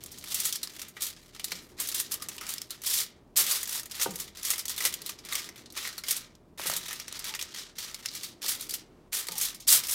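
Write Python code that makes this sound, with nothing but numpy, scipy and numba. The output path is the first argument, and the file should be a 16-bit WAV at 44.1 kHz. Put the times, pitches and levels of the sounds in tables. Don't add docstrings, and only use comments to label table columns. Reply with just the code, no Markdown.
import sys
import numpy as np
from scipy import signal
from scipy.fft import rfft, irfft, next_fast_len
from scipy.io import wavfile
from scipy.ndimage import uniform_filter1d
from numba import njit

SR = 44100
rng = np.random.default_rng(int(sys.argv[2]) if len(sys.argv) > 2 else 0)


def int16_out(signal):
    q = np.round(np.clip(np.atleast_2d(signal).T, -1, 1) * 32767)
    wavfile.write(sys.argv[1], SR, q.astype(np.int16))


N = 438354

# (frequency [Hz], density [dB per Hz])
RUMBLE_COLOUR = [(22, -25.5), (35, 5), (47, -13.5), (78, 4.5), (100, -8.5), (120, -0.5), (145, -3),
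                 (175, -1.5), (280, -3), (400, -5), (520, -11), (1000, -16.5), (2000, -29.5), (15000, -42)]
# (frequency [Hz], level [dB rms])
HUM_LINES = [(35, -72.5), (78, -82.5), (120, -74), (237, -75.5), (360, -71), (420, -77), (614, -75)]
# (frequency [Hz], density [dB per Hz])
FOIL_COLOUR = [(240, -35), (400, -6.5), (708, -8.5), (1250, -5), (1710, -6.5), (1990, -7), (2550, -1.5),
               (3470, 4.5), (6150, 4), (14800, -0.5), (16000, -9.5)]
# (frequency [Hz], width [Hz], gain [dB])
DISH_RESONANCES = [(1285, 240, -1.5), (1916, 330, 6.5), (2210, 290, -1.5)]
# (start [s], swell [s], hold [s], level [dB],
# sheen relative to it [dB], dish and sheet body relative to it [dB])
PRESSES = [(0.0, 0.0033, 0.47, -54, -6, -7.5), (0.193, .11, 0.19, -38, 1, -10),
           (0.516, 0.028, .01, -41, -4, -13), (0.605, .01, .2, -50.5, -3, -4.5),
           (0.78, 0.017, .01, -49.5, 1, -4), (0.9, .005, 0.065, -61, -2, -8),
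           (0.997, 0.021, 0.045, -36.5, 3.5, -10.5), (1.16, 0.029, 0.088, -58.5, -3, -5.5),
           (1.306, 0.039, 0.0078, -51.5, -5, -5), (1.39, .005, 0.17, -51.5, -5, -10),
           (1.504, 0.023, 0.013, -45, -1, -9), (1.584, 0.012, .1, -61, 1.5, -3),
           (1.766, 0.039, 0.19, -42, -1, -7.5), (1.942, 0.038, 0.0063, -36, 3, -15),
           (2.05, 0.011, 0.69, -56.5, -3, -7), (2.097, 0.015, .01, -42.5, 6.5, -4),
           (2.173, 0.026, 0.1, -48.5, -6, -5), (2.392, 0.027, .03, -49, -2, 2),
           (2.315, .006, .005, -50.5, 4, -7.5), (2.43, .01, .005, -55, -2, -3),
           (2.458, 0.042, 0.008, -38, 4, -7), (2.672, .005, .015, -52, 0, -7.5),
           (2.776, .005, .02, -58.5, -6.5, -2.5), (2.68, 0.015, 0.015, -53, -6, -1.5),
           (2.826, 0.051, 0.11, -32, 4, -11.5), (3.355, 0.012, 0.045, -29.5, 7, -8),
           (3.451, 0.037, 0.055, -33, 4.5, -7), (3.548, .01, 0.053, -42, 2.5, -10),
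           (3.619, 0.099, 0.037, -38, 3.5, -8), (3.884, 0.009, 0.089, -48.5, -3, -5),
           (3.955, 0.068, 0.0067, -35.5, 3, -5), (4.092, 0.1, 0.017, -42, 4, -7.5),
           (4.349, .15, 0.029, -37.5, 3.5, -7), (4.64, 0.061, 0.013, -39, -1, -8),
           (4.761, .1, 0.013, -34.5, 4, -6.5), (4.91, .01, 0.027, -46.5, -3, -8),
           (5.011, 0.065, .01, -41, -2, -8.5), (5.235, 0.1, 0.059, -39.5, -2, -5.5),
           (5.42, 0.014, .005, -46, -1, -10), (5.567, 0.0097, .005, -50.5, -4, -4.5),
           (5.503, .02, 0.089, -66, -6, -5), (5.73, 0.048, 0.09, -40, -3.5, -5),
           (5.9, .02, 0.055, -55, -4, -12), (6.036, 0.062, 0.0078, -35, 1.5, -9.5),
           (6.135, .01, 0.038, -41.5, -1, -7), (6.576, .005, 0.055, -45.5, 1, -1.5),
           (6.597, 0.065, 0.068, -38, -1, -4), (6.774, 0.016, 0.21, -45, -5, -6),
           (7.037, 0.14, .01, -40.5, -6, -6), (7.236, 0.033, .005, -37, -2, -5.5),
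           (7.307, .01, 0.12, -45.5, -6, -5.5), (7.464, 0.13, 0.0059, -39, -6.5, -8),
           (7.753, 0.034, 0.062, -40.5, -4.5, -9.5), (7.86, 0.013, 0.18, -52, -3, -2),
           (8.012, 0.14, .02, -42, -3, -10.5), (8.213, 0.021, 0.01, -41, 1.5, -11.5),
           (8.412, 0.011, 0.025, -36.5, -2.5, -9), (8.452, 0.038, 0.019, -34, 5.5, -9.5),
           (8.576, .02, 0.067, -45.5, 0, -9.5), (8.637, 0.087, 0.0075, -41, 1, -9),
           (9.117, 0.01, 0.062, -35.5, 4, -7), (9.274, 0.16, 0.017, -34, 3, -10.5),
           (9.595, 0.0043, 0.0089, -53, -10, -15), (9.668, 0.015, 0.044, -25.5, 8, -12.5),
           (9.686, 0.031, 0.032, -26, 7.5, -10), (9.831, 0.11, .02, -33, 9.5, -9)]
# (time [s], nominal peak [dB], facet ring [Hz], sheen rms relative to peak [dB],
# body rms relative to peak [dB], body ring [Hz], t60 [s], ringing share [0-1])
SNAPS = [(0.0374, -31.5, 5670, -4, -24, 2150, 0.037, 0), (0.0608, -31, 6360, -8, -20, 2360, 0.042, 0),
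         (0.1168, -35, 5720, -5, -32, 2290, 0.08, 0.25), (0.185, -35, 6610, -4.5, -32, 2400, 0.06, 0.25),
         (0.2402, -34, 4840, -5, -11.5, 2340, 0.06, 0.1), (0.2893, -34, 4380, -11, -25, 2500, 0.054, 0.25),
         (0.3441, -19.5, 5400, -3.5, -21, 2420, 0.081, 0.06),
         (0.4011, -22, 3580, -4, -22, 2500, 0.065, 0.2), (0.401, -21, 4540, -8, -28, 2210, 0.06, 0.25),
         (0.4405, -30, 6930, -10, -31, 2180, 0.053, 0.25), (0.4529, -17, 6350, -5, -25, 1810, 0.13, 0.25),
         (0.5255, -13.5, 6000, -14, -36, 2400, 0.06, 0.25), (0.556, -20.5, 5270, -8, -25, 1850, 0.06, 0.4),
         (0.6309, -17.5, 4020, -10.5, -26, 1840, 0.068, 0.2),
         (0.6733, -28.5, 4900, -16, -16, 1180, 0.039, 0.5), (0.764, -32, 3500, -13, -20, 2020, 0.044, 0.25),
         (0.794, -25, 6080, -13, -21, 2300, 0.065, 0), (0.8169, -22, 5580, -12, -21.5, 1710, 0.063, 0),
         (0.8833, -37.5, 6400, -4.5, -31, 2500, 0.089, 0.4),
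         (0.9667, -33.5, 3520, -18, -7, 1970, 0.11, 0.12), (1.0083, -25.5, 3980, -12, -24, 2390, 0.06, 0.2),
         (1.0203, -19.5, 6540, -7.5, -25, 2290, 0.11, 0.1), (1.396, -24, 2930, -18, -15, 2490, 0.06, 0.2),
         (1.443, -18.5, 4010, -7, -24, 1920, 0.06, 0.2), (1.482, -31, 4820, -12, -19, 2480, 0.06, 0.25),
         (1.5178, -26, 2800, -8, -17, 1650, 0.048, 0), (1.5188, -16.5, 4290, -22, -17.5, 2300, 0.06, 0.12),
         (1.786, -40, 5010, -10, -7, 1870, 0.06, 0.25), (1.7955, -30, 4390, -14, -14, 2090, 0.055, 0.2),
         (1.8, -21.5, 6870, -5, -18, 2360, 0.18, 0), (1.873, -25, 6290, -7, -33, 1830, 0.06, 0.5),
         (1.8876, -21, 4170, -6, -23, 1840, 0.06, 0.25), (1.9155, -26.5, 5790, -11, -24, 1710, 0.041, 0.25),
         (1.9453, -18.5, 6970, -7, -22.5, 1840, 0.12, 0),
         (1.9991, -17.5, 6700, -4.5, -22, 1760, 0.082, 0.1),
         (2.1187, -19, 5100, -7.5, -31, 2500, 0.088, 0.35),
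         (2.1408, -26.5, 3530, -1, -24, 1210, 0.037, 0.25),
         (2.2222, -24.5, 4860, -9, -21, 1900, 0.075, 0.3),
         (2.2857, -22.5, 6310, -8.5, -18.5, 2440, 0.063, 0.4),
         (2.365, -38, 7000, -7, -18, 964, 0.039, 0.25), (2.381, -21.5, 2920, -23, -22, 2520, 0.053, 0.6),
         (2.4108, -29, 5740, -10, -8, 1270, 0.077, 0.6), (2.4666, -28.5, 5100, -11, -21, 1820, 0.036, 0.25),
         (2.4904, -22, 5060, -11, -24, 2330, 0.12, 0), (2.5381, -23, 3450, -6.5, -22, 2200, 0.028, 0),
         (2.5815, -21.5, 5200, -17, -27, 2310, 0.033, 0.7),
         (2.617, -21.5, 5200, -14, -23.5, 2250, 0.031, 0.15),
         (2.7055, -21.5, 4170, -12, -27, 1360, 0.075, 0.2),
         (2.818, -32.5, 5890, -8.5, -21, 2500, 0.06, 0.25), (2.837, -27.5, 3520, -7, -18, 1520, 0.065, 0.5),
         (2.8629, -19, 5730, -7, -28, 1860, 0.13, 0.25), (2.9267, -21, 5390, -10, -31, 2160, 0.06, 0.25),
         (2.9392, -17, 6080, -6, -27, 2250, 0.06, 0.25), (3.006, -23, 3930, -6, -26, 2320, 0.06, 0),
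         (3.365, -16, 5190, -10, -27.5, 2040, 0.06, 0.4), (3.3725, -12.5, 7000, -3.5, -28, 2300, 0.07, 0.5),
         (3.465, -19.5, 3470, -7, -21, 2200, 0.077, 0.25), (3.5117, -14, 6840, -16, -23, 2020, 0.047, 0.4),
         (3.6301, -22, 6900, -5, -18.5, 1920, 0.06, 0.3), (3.6561, -22, 6790, -21, -34, 1700, 0.051, 0.25),
         (3.6748, -27, 5050, -6, -20.5, 1710, 0.06, 0.25), (3.693, -22, 6020, -9, -24, 1910, 0.06, 0.07),
         (3.7958, -25, 5650, -7, -22.5, 1940, 0.06, 0.3), (3.832, -31, 6520, -11, -19, 1270, 0.043, 0.4),
         (3.857, -29.5, 6840, -9, -18.5, 1930, 0.06, 0.2), (3.912, -28, 5350, -10, -21, 2300, 0.06, 0.1),
         (3.9175, -27, 5110, -15, -24, 1840, 0.066, 0.1),
         (3.9517, -26.5, 3370, -11.5, -24, 1910, 0.11, 0.03),
         (4.0136, -15.5, 6140, -12, -27, 2190, 0.048, 0.3), (4.0226, -16, 4230, -9, -32, 1910, 0.06, 0.25),
         (4.0304, -15.5, 7000, -8, -20, 1340, 0.087, 0.4), (4.1074, -28.5, 7000, -11, -22, 851, 0.096, 0.3),
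         (4.1572, -24.5, 6140, -7, -28, 2030, 0.052, 0.25), (4.2013, -30, 6150, -7, -27, 2210, 0.082, 0.25),
         (4.2772, -32, 3340, -18, -18.5, 2120, 0.093, 0.2), (4.372, -32, 6020, -11, -21, 2130, 0.039, 0.1),
         (4.4306, -25, 6300, -7, -29, 2500, 0.05, 0.4), (4.4498, -19.5, 5980, -9, -26, 2100, 0.17, 0.25),
         (4.5037, -15, 6360, -4.5, -19, 1280, 0.076, 0.2), (4.536, -23, 5660, -18, -16, 2030, 0.036, 0.25),
         (4.5805, -25, 5530, -5, -18.5, 2250, 0.065, 0.25), (4.592, -20, 4990, -10, -23, 2050, 0.1, 0.1),
         (4.6548, -19.5, 6090, -11, -26.5, 2060, 0.043, 0.5),
         (4.6813, -18.5, 6950, -11.5, -30, 1340, 0.06, 0.1),
         (4.6946, -21.5, 5880, -8, -24, 1830, 0.094, 0.25), (4.763, -27.5, 4370, -9, -28, 2230, 0.06, 0.25),
         (4.7792, -21.5, 3550, -8, -20, 2200, 0.092, 0.2),
         (4.8045, -19, 5630, -10, -12.5, 2040, 0.058, 0.3), (4.84, -25, 6410, -11, -17, 2030, 0.06, 0.2),
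         (4.8518, -8.5, 5460, -10.5, -19, 2040, 0.085, 0.07),
         (4.9257, -27, 5590, -9, -22, 2080, 0.049, 0.25), (4.9396, -19, 3060, -8.5, -21, 1400, 0.047, 0.2),
         (5.018, -25.5, 4220, -13, -34, 1840, 0.041, 0.6), (5.0618, -22, 4110, -9, -25, 2100, 0.065, 0.25),
         (5.0932, -21.5, 6360, -10, -16.5, 1170, 0.06, 0.1),
         (5.1876, -33, 5190, -21, -22, 2500, 0.091, 0.25), (5.25, -32.5, 4240, -9, -19, 2180, 0.076, 0.25),
         (5.3238, -21, 3690, -11, -8.5, 1970, 0.049, 0.97),
         (5.3316, -19, 6960, -11.5, -27, 1160, 0.045, 0.25),
         (5.353, -15, 5720, -10.5, -20, 2190, 0.047, 0.4),
         (5.4897, -26.5, 5690, -16, -14.5, 2140, 0.04, 0.75),
         (5.5588, -35, 3400, -15, -17, 2080, 0.095, 0.25), (5.659, -31, 4200, -29, -30, 2080, 0.06, 0.1),
         (5.7024, -33.5, 4300, -21, -30, 877, 0.06, 0.25), (5.7234, -38.5, 5700, -6, -25, 2230, 0.05, 0.3),
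         (5.7517, -35, 6500, -16.5, -15, 1040, 0.06, 0.25),
         (5.7663, -23, 3600, -16, -14, 1050, 0.075, 0.17), (5.774, -21.5, 3700, -14, -16, 1920, 0.1, 0.1),
         (5.8513, -27, 4170, -21, -9, 2030, 0.06, 0.25), (5.8738, -25.5, 4300, -8.5, -11, 1900, 0.06, 0.5),
         (5.9794, -22.5, 4270, -12.5, -17.5, 1340, 0.079, 0.4),
         (6.0368, -24.5, 5200, -17, -16.5, 2130, 0.051, 0.45),
         (6.0661, -37, 5600, -17, -24, 2040, 0.049, 0.25), (6.0834, -17, 5040, -9, -21, 2100, 0.085, 0.03),
         (6.1085, -15.5, 5000, -2.5, -20.5, 2210, 0.073, 0.13),
         (6.1644, -28.5, 5950, -1.5, -21, 2200, 0.097, 0.25),
         (6.352, -39.5, 6530, -23, -30.5, 1010, 0.036, 0), (6.576, -38, 3180, -11, -14, 1890, 0.053, 0.25),
         (6.5959, -29, 3010, -13, -13, 864, 0.067, 0.3), (6.6363, -24.5, 3100, -12, -15, 1680, 0.065, 0.2),
         (6.6692, -19.5, 3980, -6.5, -17, 2010, 0.13, 0.1), (6.6984, -20, 2890, -7, -15, 1240, 0.049, 0.6),
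         (6.7367, -21, 4130, -8, -21, 1670, 0.06, 0.25), (6.764, -18.5, 3680, -7.5, -38, 2170, 0.099, 0.25),
         (6.8587, -28.5, 3840, -14, -17, 1940, 0.14, 0.4),
         (6.8825, -26.5, 5820, -11, -12.5, 1710, 0.07, 0.2),
         (6.9084, -25.5, 5950, -12, -8.5, 1810, 0.086, 0.5),
         (6.9294, -24.5, 5610, -7, -12.5, 2010, 0.05, 0.05),
         (6.9985, -37, 6470, -14, -19, 1710, 0.066, 0.1), (6.999, -21, 5660, -19, -20.5, 2440, 0.044, 0.46),
         (7.0806, -24, 5750, -16, -20, 2070, 0.049, 0.14), (7.1257, -25, 6860, -13.5, -20, 1900, 0.027, 0),
         (7.1924, -26, 4720, -8, -28, 2490, 0.046, 0.3), (7.2424, -24.5, 5790, -11, -19, 2160, 0.081, 0),
         (7.3387, -24.5, 4910, -23, -12, 2500, 0.041, 0.6),
         (7.3492, -21, 6430, -13, -17, 1850, 0.065, 0.15),
         (7.392, -18.5, 2800, -20, -19.5, 2380, 0.065, 0.84),
         (7.4128, -18, 3260, -19, -28, 2040, 0.046, 0.3),
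         (7.4242, -18, 6500, -15, -22.5, 2480, 0.048, 0.07), (7.546, -25.5, 3910, -16, -18, 2340, 0.053, 0),
         (7.7586, -47, 5910, -12, -9, 1740, 0.068, 0.25), (7.7842, -26.5, 5660, -8.5, -18, 2230, 0.11, 0.1),
         (7.9443, -20, 5160, -15, -24, 2174, 0.04, 0.34),
         (8.0586, -13, 5200, -18, -24.5, 2200, 0.033, 0.54),
         (8.086, -22.5, 4840, -31, -36, 2170, 0.066, 0.6),
         (8.1504, -25, 5630, -9.5, -23, 2300, 0.075, 0.25), (8.233, -24, 4440, -17, -22.5, 2200, 0.15, 0.3),
         (8.418, -29, 4690, -16, -23, 2500, 0.06, 0.25), (8.4619, -20, 4480, -11, -26, 1850, 0.054, 0.4),
         (8.4814, -18, 4990, -10, -28, 2370, 0.076, 0.4), (8.5965, -31, 4170, -18, -19, 2080, 0.06, 0.1),
         (8.6092, -24, 4200, -8, -22, 2240, 0.06, 0.25), (8.6936, -29, 7000, -8, -32, 2260, 0.06, 0.25),
         (8.694, -25, 4660, -8, -34, 2220, 0.06, 0.4), (8.7083, -22, 4760, -11, -37, 1830, 0.06, 0.8),
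         (8.739, -18, 5140, -8.5, -25.5, 2140, 0.088, 0.03),
         (9.1299, -19, 4300, -10.5, -15, 2490, 0.05, 0.01), (9.2685, -25, 5270, -10, -23, 2040, 0.075, 0),
         (9.2852, -20, 4440, -13, -16, 1240, 0.038, 0.25), (9.3197, -21.5, 4100, -10, -26, 1100, 0.051, 0),
         (9.3621, -32, 4650, -18, -15, 851, 0.05, 0.25), (9.3806, -26.5, 5550, 1, -24, 2420, 0.071, 0.25),
         (9.412, -18.5, 6270, -5.5, -23.5, 2290, 0.18, 0.3),
         (9.5457, -31, 5340, -9, -26, 1880, 0.085, 0.25), (9.6035, -31.5, 6560, -14, -35, 2450, 0.1, 0.6),
         (9.6759, -15, 5946, -8, -29, 2500, 0.065, 0.5), (9.6877, -11, 4810, -17, -28, 2450, 0.069, 0.5),
         (9.869, -27.5, 5120, -3, -25, 1790, 0.065, 0.25), (9.8945, -25, 5240, -4, -23, 2090, 0.045, 0.25),
         (9.9112, -23, 4010, -2, -26, 2050, 0.077, 0)]
# (start [s], end [s], strength [dB])
MOTOR_TURNS = [(1.454, 2.35, -0.5), (4.8, 5.75, 0.5), (8.098, 9.095, -0.5)]
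# (frequency [Hz], level [dB rms])
MOTOR_LINES = [(120, -72), (240, -73), (301, -69), (345, -73), (362, -73), (420, -71)]
# (time [s], peak [dB], ring length [factor on t60], brightness [dB per octave])
KNOCKS = [(1.519, -36, 0.6, 0.5), (3.398, -33.5, 0.9, 1), (4.059, -18, 0.74, 1.5), (4.849, -29, 0.4, 8),
          (6.596, -25.5, 0.09, 8.5), (6.654, -32.5, 0.9, 1), (6.699, -19.5, 0.03, 12),
          (6.728, -28, 0.08, 9), (8.442, -35, 0.4, 8), (9.131, -47, 0.4, 6), (9.286, -34, 0.8, 1),
          (9.731, -35.5, 0.5, -0.5)]
# (frequency [Hz], relative level [dB], t60 at ring length 1 [s])
COUNTER_MODES = [(169.6, -8, 0.72), (182, -12.5, 0.96), (290, -5, .2), (372, -2, 0.22), (470, 3.5, 0.065),
                 (536.5, -4.5, 0.34), (694, -3.5, 0.11), (782, -9.5, 0.16), (898, 3.5, 0.08),
                 (1226, -1.5, 0.048), (1496, -1.5, 0.052), (1840, -17, 0.027)]
# (start [s], end [s], pitch [Hz], end pitch [Hz], level [dB rms])
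SQUEAKS = [(2.2, 2.234, 1197, 1150, -50), (2.355, 2.41, 980, 1030, -62), (5.31, 5.372, 1133, 1180, -47),
           (7.29, 7.361, 870, 930, -51.5), (9.31, 9.397, 860, 873, -50.5)]

RUMBLE_DB = -57.5
SWELL_DB, RELEASE_DB_PER_S = 14, 227.5
SHEEN_PER_DB, BODY_PER_DB = 0.6, -0.2
REST_DB = -89
FACET_Q = 11.0
GRAIN_T60_S = 0.02
FEWEST = 0.2
CREST_DB = 13
HARD_T60_S = 0.06
ROOM_T60_S, ROOM_DAMP, ROOM_DB = 0.58, 0.47, -19.5
TOP_HZ = 15900


def undb(db):
    return 10 ** (np.asarray(db) / 20)


def level(x, db):
    return x * undb(db) / np.sqrt(np.mean(x ** 2))


def noise(spectrum, lo_hz=1, hi_hz=22000):
    n = next_fast_len(N, True)
    f = np.arange(1, n // 2 + 2) * SR / n
    hz, db = np.transpose(spectrum)
    colour = undb(np.interp(np.log(f), np.log(hz), db))
    edges = np.sqrt((1 + (lo_hz / f) ** 8) * (1 + (f / hi_hz) ** 8))
    return level(irfft(rfft(rng.standard_normal(n)) * colour / edges, n)[:N], 0)


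def ring(x, hz, width):
    return signal.lfilter(*signal.iirpeak(hz, hz / width, fs=SR), x)


def walk(rate):
    k = int(SR / rate)
    steps = np.repeat(rng.standard_normal(N // k + 1), k)
    return 1.45 * uniform_filter1d(uniform_filter1d(steps, k), k)[:N]


def tones(lines, waver_db, drift):
    t = np.arange(N) / SR
    out = np.zeros(N)
    for hz, db in lines:
        strength = np.sqrt(2) * undb(db + waver_db * walk(15))
        cycles = hz * t + rng.random() + drift * walk(12)
        out += strength * np.sin(2 * np.pi * cycles)
    return out


def rumble():
    return level(noise(RUMBLE_COLOUR), RUMBLE_DB) * undb(1.0 * walk(3.17))


def hum():
    return tones(HUM_LINES, waver_db=1.0, drift=0.05)


def foil_bands():
    body = noise(FOIL_COLOUR, hi_hz=2690)
    dish = sum(undb(db) * ring(body, hz, width) for hz, width, db in DISH_RESONANCES)
    middle = noise(FOIL_COLOUR, lo_hz=2410, hi_hz=7630)
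    sheen = noise(FOIL_COLOUR, lo_hz=7460)
    return np.array([level(1.48 * body + dish, 0), middle, sheen])


def pressure(t):
    power = np.ones((3, len(t))) * undb(2 * REST_DB)
    loss_rate = np.array([[1], [1 + SHEEN_PER_DB], [1 + BODY_PER_DB]])
    for start, swell, hold, db, sheen_db, body_db in PRESSES:
        since = t - start
        swelling = SWELL_DB * (1 - since / swell)
        dying = RELEASE_DB_PER_S * (since - swell - hold)
        under = np.maximum(swelling, dying).clip(0, 90)
        tilt = np.array([[0], [sheen_db], [body_db]]) - under * loss_rate
        power += (since > 0) * undb(2 * (db + tilt))
    db = 10 * np.log10(power)
    return db[0], db[1] - db[0], db[2] - db[0]


@njit
def bursts(at, gain, t60, hz, tone, place, bands, sharp, rise, crack, quick):
    n = bands.shape[1]
    out = np.zeros(n)
    for e in range(len(at)):
        fall = np.exp(-np.log(1000) / (t60[e] * SR))
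        first = int(at[e] * SR)
        last = min(n, int((at[e] + 0.7 * t60[e]) * SR))
        for band in range(3):
            share = tone[e] if band < 2 else 0.0
            dry_gain, ring_gain = np.sqrt(1 - share), np.sqrt(share * sharp)
            g, k, b, l = np.tan(np.pi * hz[e, min(band, 1)] / SR), 1 / sharp, 0.0, 0.0
            env, fast, up = gain[e, band], crack[e], 1.0
            j = int(place[e] * n)
            for i in range(first, last):
                env, fast, up = env * fall, fast * quick, up * rise
                j = (j + 1) % n
                x = env * (1 + fast) * (1 - up) * bands[band, j]
                v = (b + g * (x - l)) / (1 + g * (g + k))
                b, l = 2 * v - b, l + 2 * g * v
                out[i] += dry_gain * x + ring_gain * k * v
    return out


def creases(at, db, hz, sheen_db, body_db, body_hz, t60, tone, place, bands, crack):
    gain = undb(np.array([db + body_db, db, db + sheen_db]).T)
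    ring_hz = np.array([body_hz, hz]).T
    rise, quick = np.exp(-1 / (0.0002 * SR)), np.exp(-1 / (0.0015 * SR))
    return bursts(at, gain, t60, ring_hz, tone, place, bands, FACET_Q, rise, crack + 0 * at, quick)


def crumple(bands, per_s=2200, full_db=-25, loosest_spread_db=3.5, colour_db=1.5):
    count = int(per_s * N / SR)
    at = rng.random(count) * N / SR
    db, sheen_db, body_db = pressure(at)
    share = np.clip(undb(0.7 * (db - full_db)), FEWEST, 1)
    spread = loosest_spread_db * (1 - 0.95 * share) * np.log(10) / 10
    size = -spread * np.log(1 - 0.995 * rng.random(count))
    t60 = GRAIN_T60_S * 7.2 ** rng.uniform(-1, 1, count)
    power = share * per_s * np.mean(t60) / np.log(1e6) / (1 - np.minimum(spread, 0.9))
    db = db + 10 * np.log10(np.exp(size) / power)
    sheen_db = sheen_db + colour_db * rng.uniform(-1, 1, count)
    body_db = body_db + colour_db * rng.uniform(-1, 1, count)
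    hz = 2800 * 2.18 ** rng.random(count)
    body_hz = 1000 * 2.3 ** rng.random(count)
    tone = np.full(count, 0.096)
    place = rng.random(count)
    rows = np.array([at, db, hz, sheen_db, body_db, body_hz, t60, tone, place])
    sounding = rng.random(count) < share
    return creases(*rows[:, sounding], bands, crack=0.28)


def snaps(bands):
    at, peak_db, hz, sheen_db, body_db, body_hz, t60, tone = np.transpose(SNAPS)
    crack = 0.5 * (HARD_T60_S / t60) ** 1.67
    return creases(at, peak_db - CREST_DB, hz, sheen_db + CREST_DB, body_db + CREST_DB, body_hz,
                   t60, tone, rng.random(len(SNAPS)), bands, crack)


@njit
def walls(x, lags, gain, damp):
    line, soft, out = np.zeros((8, 4096)), np.zeros(8), np.zeros(len(x))
    for i in range(len(x)):
        total = 0.0
        for k in range(8):
            soft[k] += (1 - damp) * (gain[k] * line[k, (i - lags[k]) & 4095] - soft[k])
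            total += soft[k]
        out[i] = soft[0] - soft[1] + soft[2] - soft[3] + soft[4] - soft[5]
        for k in range(8):
            line[k, i & 4095] = x[i] + soft[k] - total / 4
    return out


def kitchen_echo(near):
    lags = np.array([433, 587, 761, 919, 1123, 1361, 1597, 1873])
    gain = undb(-60 * lags / SR / ROOM_T60_S)
    return undb(ROOM_DB) * walls(near + 1e-18, lags, gain, ROOM_DAMP)


def motor():
    t = np.arange(N) / SR
    on = np.zeros(N)
    for start, end, db in MOTOR_TURNS:
        fade_in = np.clip((t - start) / 0.028, 0, 1)
        fade_out = np.clip((end - t) / 0.015, 0, 1)
        on += undb(db) * fade_in * fade_out
    growl = level(ring(rng.standard_normal(N), 327, 170), -59.5)
    return on * (tones(MOTOR_LINES, waver_db=3.5, drift=0.05) + growl)


def knocks(rise_s=0.00075, rattle_db=2.0):
    out, t, rattle = np.zeros(N + SR), np.arange(SR // 2) / SR, walk(70)
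    for at, peak_db, length, bright_db in KNOCKS:
        hit = np.zeros(len(t))
        for k, (hz, mode_db, t60) in enumerate(COUNTER_MODES):
            shake = np.minimum(t / 0.022, 1) * np.roll(rattle, int(hz * at * 10))[:len(t)]
            detuned_hz = hz * (1 + 0.009 * rng.standard_normal())
            wander = 1.1 * shake[::-1] * np.minimum(t / 0.029, 1)
            swing = (-1) ** k * np.sin(2 * np.pi * detuned_hz * t + wander)
            tilt_db = bright_db * np.log2(hz / 500)
            strength = undb(mode_db + tilt_db + 2.0 * rng.standard_normal() + rattle_db * shake)
            hit += strength * swing * 1000.0 ** (-t / (t60 * length))
        hit *= 1 - np.exp(-t / rise_s)
        first = int(at * SR)
        out[first:first + len(t)] += undb(peak_db) * hit / np.abs(hit).max()
    return out[:N]


def squeaks(rough=0.38):
    out, wobble, flutter = np.zeros(N), walk(140), walk(150)
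    for start, end, hz, end_hz, db in SQUEAKS:
        part = slice(int(start * SR), int(end * SR))
        glide = np.linspace(hz, end_hz, part.stop - part.start)
        pitch = glide * (1 + 0.045 * wobble[part])
        shape = signal.windows.tukey(len(pitch), 0.4) * (1 + rough * flutter[part])
        out[part] += np.sqrt(2) * undb(db) * shape * np.sin(2 * np.pi * np.cumsum(pitch) / SR)
    return out


def scene():
    bands = foil_bands()
    near = crumple(bands) + snaps(bands) + knocks() + squeaks()
    background = rumble() + hum() + motor()
    return (near + kitchen_echo(near) + background)[None]


def record(dry):
    rounded = np.tanh(1.224 * dry) / 1.37
    top_cut = signal.ellip(10, 0.2, 70, TOP_HZ, fs=SR, output="sos")
    return signal.sosfilt(top_cut, rounded)


dry = scene()
out = record(dry)
int16_out(out)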